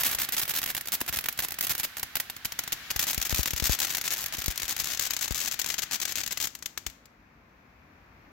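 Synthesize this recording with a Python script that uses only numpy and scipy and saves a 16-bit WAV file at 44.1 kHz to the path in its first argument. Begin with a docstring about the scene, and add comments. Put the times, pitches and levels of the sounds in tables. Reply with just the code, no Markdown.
"""A ground fountain firework burns on a quiet street at dusk, a few metres away, over the hum of a distant town.
From the start its jet hisses (coloured noise) and its stars crackle: clusters of sharp clicks amid noise.
Ground and houses answer with delayed copies and noise tails; damped low swings thump the left microphone port.
From about two seconds the hand-held phone turns, which mixes in a second colour at each port.
Near seven seconds the last pops sound and the jet dies away; the town hum, low filtered noise, is left."""
import sys
import numpy as np
from scipy import signal
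from scipy.fft import rfft, irfft, next_fast_len
from scipy.io import wavfile

SR = 44100
rng = np.random.default_rng(int(sys.argv[2]) if len(sys.argv) > 2 else 0)


def to_wav(s):
    """Save 16-bit WAV."""
    ch = np.atleast_2d(s).T  # columns
    pcm = np.round(np.clip(ch, -1, 1) * 32767)  # PCM
    wavfile.write(sys.argv[1], SR, pcm.astype(np.int16))


N = 366896
TIME = np.arange(N) / SR
CRACK_MS = 2.8   # length of a star that goes off all at once
LEAD_MS = 0.7    # noise leads each star's first click by this long, for a softer onset


def from_db(db):
    """Amplitude factor of a level in dB."""
    return 10 ** (np.asarray(db) / 20)


def rms_one(x):
    """Scale to rms 1."""
    return x / np.sqrt(np.mean(x ** 2) + 1e-20)


def in_time(rows):
    """Value of a (seconds, value) curve at every sample."""
    return np.interp(TIME, *np.transpose(rows))


def coloured(x, spectrum, size=2048):
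    """Causal minimum-phase filter through (Hz, dB) points, by folding the cepstrum."""
    hz, level_db = np.transpose(spectrum)
    grid_hz = np.maximum(np.arange(size // 2 + 1) * SR / size, 1)
    gain_db = np.interp(np.log(grid_hz), np.log(hz), level_db)
    cepstrum = irfft(np.log(from_db(gain_db)))
    cepstrum[1:size // 2] *= 2
    cepstrum[size // 2 + 1:] = 0
    response = irfft(np.exp(rfft(cepstrum)))
    return signal.oaconvolve(np.atleast_2d(x), response[None], axes=1)[:, :N]


def air_noise(spectrum, alike_hz):
    """Stereo noise of rms 1: alike at both ports in the bass, unrelated in the treble."""
    shared = rng.standard_normal(N)
    own = rng.standard_normal((2, N))
    low = signal.butter(2, alike_hz, "low", fs=SR, output="sos")
    high = signal.butter(2, alike_hz, "high", fs=SR, output="sos")
    return rms_one(coloured(signal.sosfilt(low, shared) + signal.sosfilt(high, own), spectrum))


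def jet(gain_db):
    """Turbulent hiss of the jet: coloured noise under a level curve."""
    # Each row: time in seconds, relative level in dB.
    jet_level = [(0, -41), (.7, -46.5), (1.0, -48.5), (1.9, -46), (2.4, -48), (2.85, -42), (3.7, -45),
                 (4.3, -43), (5.1, -44.5), (6.4, -48.5), (6.6, -75.5), (6.9, -61), (7.3, -87)]
    # Spectrum of the roar. Each row: frequency in Hz, relative density in dB.
    jet_spectrum = [(100, -7), (500, -7), (1100, -0.5), (1550, 4.5), (2300, 1.5), (4000, -1), (7000, -10.5),
                    (16000, -16)]
    return from_db(in_time(jet_level) + gain_db) * air_noise(jet_spectrum, alike_hz=1544)


def town():
    """Hum of the distant town: mostly low noise, 3 dB stronger at the left."""
    # Each row: time in seconds, relative level in dB.
    town_level = [(0, -60.5), (6.9, -59), (7.4, -58.5), (8.3, -55)]
    # Spectrum. Each row: frequency in Hz, relative density in dB.
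    town_spectrum = [(25, -26), (50, 0), (120, -8), (260, -7.5), (400, -16), (1100, -14), (2450, -17.5),
                     (3000, -29), (6300, -35.5), (9500, -55), (12500, -37.5), (16000, -43.5)]
    balance = from_db([[1.5], [-1.5]])
    return from_db(in_time(town_level)) * air_noise(town_spectrum, alike_hz=482) * balance


def star(length_ms, pops_per_ms, spread_db, fizz_db, ground_db, ground_ms, clump_db, clump_full_ms, size=1500):
    """One star: grains pop at random, as a rule a big one first, amid noise; rms 1 over its length."""
    span = max(int(length_ms * SR / 1000), 2)
    total = next_fast_len(span + size)
    count = 1 + int(abs(length_ms * pops_per_ms))
    index = np.arange(count)[:, None]
    later = index > 0
    at_s = (index + rng.random((count, 1)) * later) / count * span / SR

    # the opening pop stands out more in a long run
    first_db = 1 + np.log2(length_ms / CRACK_MS)
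    later_db = spread_db * np.clip(rng.standard_normal((count, 1)), -2, 1.3)
    sizes = from_db(np.where(later, later_db, first_db))

    # each grain: a click with its own broad resonance, on average slightly later at the right port
    hz = np.arange(total // 2 + 1) * SR / total
    resonance_hz = np.exp(rng.uniform(np.log(900), np.log(14000), (count, 1)))
    ratio = 1j * hz / resonance_hz
    grains = sizes * (1 + 1.1 * ratio / (1 + ratio + ratio ** 2))
    lags_s = np.array([np.zeros((count, 1)), rng.normal(2e-5, 3e-5, (count, 1))])
    phase = (2 * np.pi * hz * (at_s + lags_s + LEAD_MS / 1000)).astype(np.float32)
    pops = irfft(np.sum(grains * (np.cos(phase) - 1j * np.sin(phase)), axis=1), total)

    noise_on = np.arange(total) < span + LEAD_MS * SR / 1000
    fizz = rng.standard_normal((2, total)) * noise_on
    burst = rms_one(pops) + from_db(fizz_db) * rms_one(fizz)

    # clumps, strongest in long bursts
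    depth_db = clump_db * min(length_ms / clump_full_ms, 1)
    period_s = rng.uniform(0.00914, 0.019)
    burst = burst * from_db(depth_db * np.cos(2 * np.pi * TIME[:total] / period_s))

    # the star's height sets the delay of the ground echo
    delay_ms = ground_ms * rng.uniform(0.6, 1.4)
    echo = np.roll(burst, int(delay_ms * SR / 1000), axis=1)
    return rms_one(burst + from_db(ground_db) * echo) * np.sqrt(span / total)


def echo_power(t, t60_s, swell_s):
    """Power of a diffuse echo that swells, then dies away; sums to 1."""
    power = (from_db(-60 * t / t60_s) * (1 - np.exp(-(t / swell_s) ** 2))) ** 2
    return power / power.sum()


def scatter(x, level_db, t60_s, swell_s):
    """Dense reflections: noise that follows each pop and dies away, different at each port."""
    t = TIME[:x.shape[1]]
    fade = echo_power(t, t60_s, swell_s)
    power = signal.fftconvolve(x ** 2, fade[None], axes=1)[:, :len(t)]
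    return from_db(level_db) * np.sqrt(np.abs(power)) * rng.standard_normal(x.shape)


def small_stars():
    """Weak cracks at uneven intervals, at a changing rate: rows (seconds, relative dB)."""
    # Each row: time in seconds, stars per second (below 0 counts as none).
    star_rate = [(0, 12), (1.7, 6), (1.9, 1), (2.9, -0.5), (3.1, 15), (5.3, 12.5), (5.9, 0)]
    mean_db, spread_db = -32.5, 1.5
    thrown = np.cumsum(np.maximum(in_time(star_rate), 0)) / SR
    chance = rng.random((int(thrown[-1]), 2))
    start_s = np.interp(np.arange(len(chance)) + chance[:, 0], thrown, TIME)
    return zip(start_s, mean_db + spread_db * (2 * chance[:, 1] - 1))


def crackle(crack_gain_db, sputter_gain_db):
    """All the stars, each with its own brightness and its own scatter off the rough ground."""
    # Stars that break up in a run of pops. Each row: start in seconds, length in ms, relative level in dB.
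    sputter_rows = [(.001, 19.7, -26.5), (.047, 30.7, -24), (.079, 62, -29.5), (.186, 65, -28.5),
                    (.323, 25, -28), (0.367, 36.4, -26.5), (.416, 19.4, -26.5), (.479, 40, -28.5),
                    (.552, 41, -28.5), (.676, 40.5, -30.5), (.921, 33.4, -28.5), (1.079, 19, -27.5),
                    (1.127, 25.4, -27.5), (1.423, 27.2, -27.5), (1.627, 25, -29), (1.695, 29.6, -25.5),
                    (1.78, 30, -29.5), (1.833, 18, -27), (2.722, 11.3, -23), (2.904, 11, -23),
                    (3.001, 42.5, -30), (3.069, 49, -27.5), (3.251, 22, -29), (3.306, 12, -25.5),
                    (3.36, 53, -29.5), (3.475, 8.5, -23.5), (3.563, 21.7, -29.5), (3.641, 40, -24),
                    (3.695, 57.4, -25.5), (3.816, 36.4, -24.5), (3.871, 70, -33), (4.041, 31.4, -30),
                    (4.106, 35.6, -26.5), (4.163, 72, -33.5), (4.325, 29, -29.5), (4.384, 9.7, -28.5),
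                    (4.504, 10, -27.5), (4.681, 48, -28.5), (4.79, 33.4, -29.5), (4.857, 96, -30.5),
                    (5.01, 66, -31), (5.211, 48.6, -28.5), (5.346, 109, -31), (5.476, 9.4, -25),
                    (5.513, 15.7, -28), (5.592, 7.2, -22.5), (5.675, 62, -32), (5.782, 12.5, -24.5),
                    (5.821, 18.2, -28.5), (5.921, 40.3, -27), (6.016, 18, -28), (6.077, 39, -32),
                    (6.166, 50, -30.5), (6.309, 21.2, -28.5), (6.373, 6.2, -25), (6.402, 55, -30)]
    # Stars that go off in one crack. Each row: start in seconds, relative level in dB.
    crack_rows = [(.034, -20.5), (.148, -22), (.289, -24), (.538, -26.5), (.617, -27), (.63, -24.5),
                  (.639, -24), (.66, -23.5), (.749, -23), (.767, -25), (.778, -26), (.81, -29.5),
                  (.873, -28), (.884, -26.5), (1.005, -28), (1.013, -20.5), (1.16, -25), (1.17, -21.5),
                  (1.188, -21), (1.241, -26), (1.259, -24), (1.286, -18.5), (1.39, -18.5), (1.403, -24),
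                  (1.485, -29.5), (1.507, -29), (1.52, -27), (1.587, -26), (1.609, -18.5), (1.669, -21),
                  (1.682, -34), (1.751, -24), (1.799, -24.5), (1.969, -28.5), (1.981, -31), (1.996, -28.5),
                  (2.03, -21.5), (2.155, -19.5), (2.168, -21.5), (2.2, -22), (2.299, -26), (2.365, -33.5),
                  (2.448, -25.5), (2.454, -21.5), (2.521, -27), (2.59, -19.5), (2.637, -32), (2.677, -26.5),
                  (2.962, -21), (2.993, -17), (3.028, -21.5), (3.131, -24), (3.145, -24), (3.178, -22.5),
                  (3.215, -21.5), (3.226, -21.5), (3.295, -24.5), (3.325, -25), (3.346, -19.5),
                  (3.431, -21), (3.458, -19), (3.507, -24), (3.534, -25.5), (3.599, -20), (3.624, -28),
                  (3.789, -23.5), (3.802, -18.5), (3.903, -24), (3.948, -19.5), (3.97, -23), (3.982, -22.5),
                  (4.013, -25), (4.078, -21), (4.24, -28), (4.26, -22.5), (4.401, -32), (4.418, -26),
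                  (4.441, -26), (4.46, -23), (4.481, -22), (4.577, -24), (4.598, -25.5), (4.619, -25),
                  (4.631, -24.5), (4.654, -30.5), (4.765, -24.5), (4.8, -25), (4.843, -25), (4.973, -27),
                  (4.995, -19.5), (5.107, -21), (5.116, -31), (5.135, -24), (5.166, -23), (5.19, -29),
                  (5.279, -24.5), (5.308, -28), (5.321, -25.5), (5.459, -25.5), (5.541, -27), (5.616, -23),
                  (5.644, -24.5), (5.661, -21.5), (5.702, -20.5), (5.741, -23), (5.911, -25),
                  (6.001, -25.5), (6.053, -22), (6.122, -25.5), (6.156, -23.5), (6.183, -25.5),
                  (6.235, -26.5), (6.263, -25.5), (6.276, -25.5), (6.471, -25), (6.551, -32), (6.589, -45),
                  (6.625, -30.5), (6.659, -24.5), (6.776, -26.5), (6.865, -24.5), (6.899, -43),
                  (7.056, -48.5)]
    stars = [(s, length_ms, db + sputter_gain_db) for s, length_ms, db in sputter_rows]
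    stars += [(s, CRACK_MS, db + crack_gain_db) for s, db in [*crack_rows, *small_stars()]]
    out = np.zeros((2, N + SR))
    for start_s, length_ms, level_db in stars:
        burst = star(length_ms, pops_per_ms=0.75, spread_db=5.0, fizz_db=-7.0,
                     ground_db=-9.5, ground_ms=3.1, clump_db=5, clump_full_ms=46)
        burst = burst + scatter(burst, level_db=-4.5, t60_s=0.039, swell_s=0.00024)
        dull = signal.lfilter([0.4], [1, -0.6], burst)
        burst = dull + (burst - dull) * from_db(rng.normal(0, 1.55))
        start = max(round((start_s - LEAD_MS / 1000) * SR), 0)
        out[:, start:start + burst.shape[1]] += from_db(level_db) * burst
    return out[:, :N]


def street(x, level_db, t60_s, swell_s):
    """Diffuse echo off the houses: noise that swells after each pop and dies away."""
    # Echo spectrum. Each row: frequency in Hz, relative level in dB.
    echo_spectrum = [(100, 1.5), (600, 4.5), (2000, 6), (6000, 3.5), (16000, -2.5)]
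    fade = echo_power(TIME[:SR // 2], t60_s, swell_s)
    power = signal.oaconvolve(np.mean(x ** 2, axis=0), fade)[:N]
    return from_db(level_db) * np.sqrt(np.abs(power)) * air_noise(echo_spectrum, alike_hz=900)


def thumps(gain_db, right_db, edge_hz):
    """Pressure steps on the left port: damped low swings, each at a slightly different pitch."""
    # Each row: start in seconds, relative level in dB.
    thump_rows = [(0.149, -39), (1.096, -35), (1.171, -39), (1.707, -37), (2.029, -40), (2.96, -28.5),
                  (3.178, -23.5), (3.327, -19), (3.392, -17), (3.534, -24.5), (3.624, -20), (3.696, -15),
                  (4.384, -31.5), (4.481, -19.5), (4.633, -34), (4.824, -37), (5.309, -21.5),
                  (6.867, -32.5)]
    top_hz, t60_s = 62, 0.069
    out, t = np.zeros(N + SR), TIME[:SR // 5]
    edge = signal.butter(1, [30, edge_hz], "band", fs=SR, output="sos")
    for start_s, level_db in thump_rows:
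        hz = top_hz * rng.uniform(0.77, 1.0)
        swing = np.cos(2 * np.pi * hz * t) * from_db(-60 * t / t60_s)
        start = round(start_s * SR)
        out[start:start + len(t)] += from_db(level_db + gain_db) * signal.sosfilt(edge, swing)
    return out[:N] * from_db([[0], [right_db]])


def bangs(cycles):
    """Coarse grains: heavily damped pressure swings that fall 60 dB in a few cycles."""
    # Each row: start in seconds, relative peak level in dB, pitch in Hz.
    bang_rows = [(1.014, -18, 1090), (1.017, -23, 297), (1.286, -19, 1300), (6.776, -18.5, 1220)]
    out, t = np.zeros(N), TIME[:SR // 50]
    for start_s, peak_db, hz in bang_rows:
        start = round(start_s * SR)
        out[start:start + len(t)] += from_db(peak_db - 60 * t * hz / cycles) * np.cos(2 * np.pi * hz * t)
    return out


def phone_ports(x):
    """The phone's body colours each port; turning fades from the facing to the turned colours."""
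    # Each row: frequency in Hz, then level in dB: left facing, right facing, left turned, right turned.
    port_colours = np.array([(43.8, -1.5, -6, -1, -13), (130, 2, 3, 3, -4.5), (357, -1.5, -5, -5, -3),
                             (480, -7.5, -6, -7, -13), (674, -1.5, -2, -3, -6),
                             (1070, -5.5, -2, -2.5, -10.5), (1790, -2, 2.5, 2.5, -6), (5200, -1, -1, 5, -6),
                             (6630, -0.5, -2, 8, 2), (7830, -2, -3.5, 4.5, -13),
                             (9350, -5, -5.5, -9.5, -8.5), (12180, 3.5, 7, 4, -3.5),
                             (16070, 3, 2, 0.5, -3.5)])
    # Each row: time in seconds, turn from 0 (facing) to 1 (turned).
    turn_curve = [(2.2, 0.052), (3.0, 0.48), (3.8, 0.74), (4.3, 0.51), (5.1, 0.98), (6.6, 1)]
    turn = np.clip(in_time(turn_curve), 0, 1)
    left_facing = coloured(x[0], port_colours[:, [0, 1]])[0]
    right_facing = coloured(x[1], port_colours[:, [0, 2]])[0]
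    left_turned = coloured(x[0], port_colours[:, [0, 3]])[0]
    right_turned = coloured(x[1], port_colours[:, [0, 4]])[0]
    return (1 - turn) * np.array([left_facing, right_facing]) + turn * np.array([left_turned, right_turned])


def scene():
    """Jet, pops and house echo pass the phone's body; thumps and town are added after it."""
    hiss = jet(gain_db=-1.5)
    pops = crackle(crack_gain_db=-0.18, sputter_gain_db=-1.32) + bangs(cycles=3.7)
    houses = street(pops, level_db=-16.5, t60_s=0.34, swell_s=0.008)
    at_ports = phone_ports(pops + houses + hiss)
    return at_ports + thumps(gain_db=4.5, right_db=-34, edge_hz=1300) + town()


def record(dry):
    """Round the sharpest peaks; cut the deepest bass and the top."""
    rounded = 0.61 * np.tanh(dry / 0.57)
    bass_cut = signal.butter(2, 22, "high", fs=SR, output="sos")
    top_cut = signal.ellip(10, 0.2, 70, 15900, fs=SR, output="sos")   # ripple dB, stopband dB, edge Hz
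    return signal.sosfilt(top_cut, signal.sosfilt(bass_cut, rounded))


dry = scene()
out = record(dry)
to_wav(out)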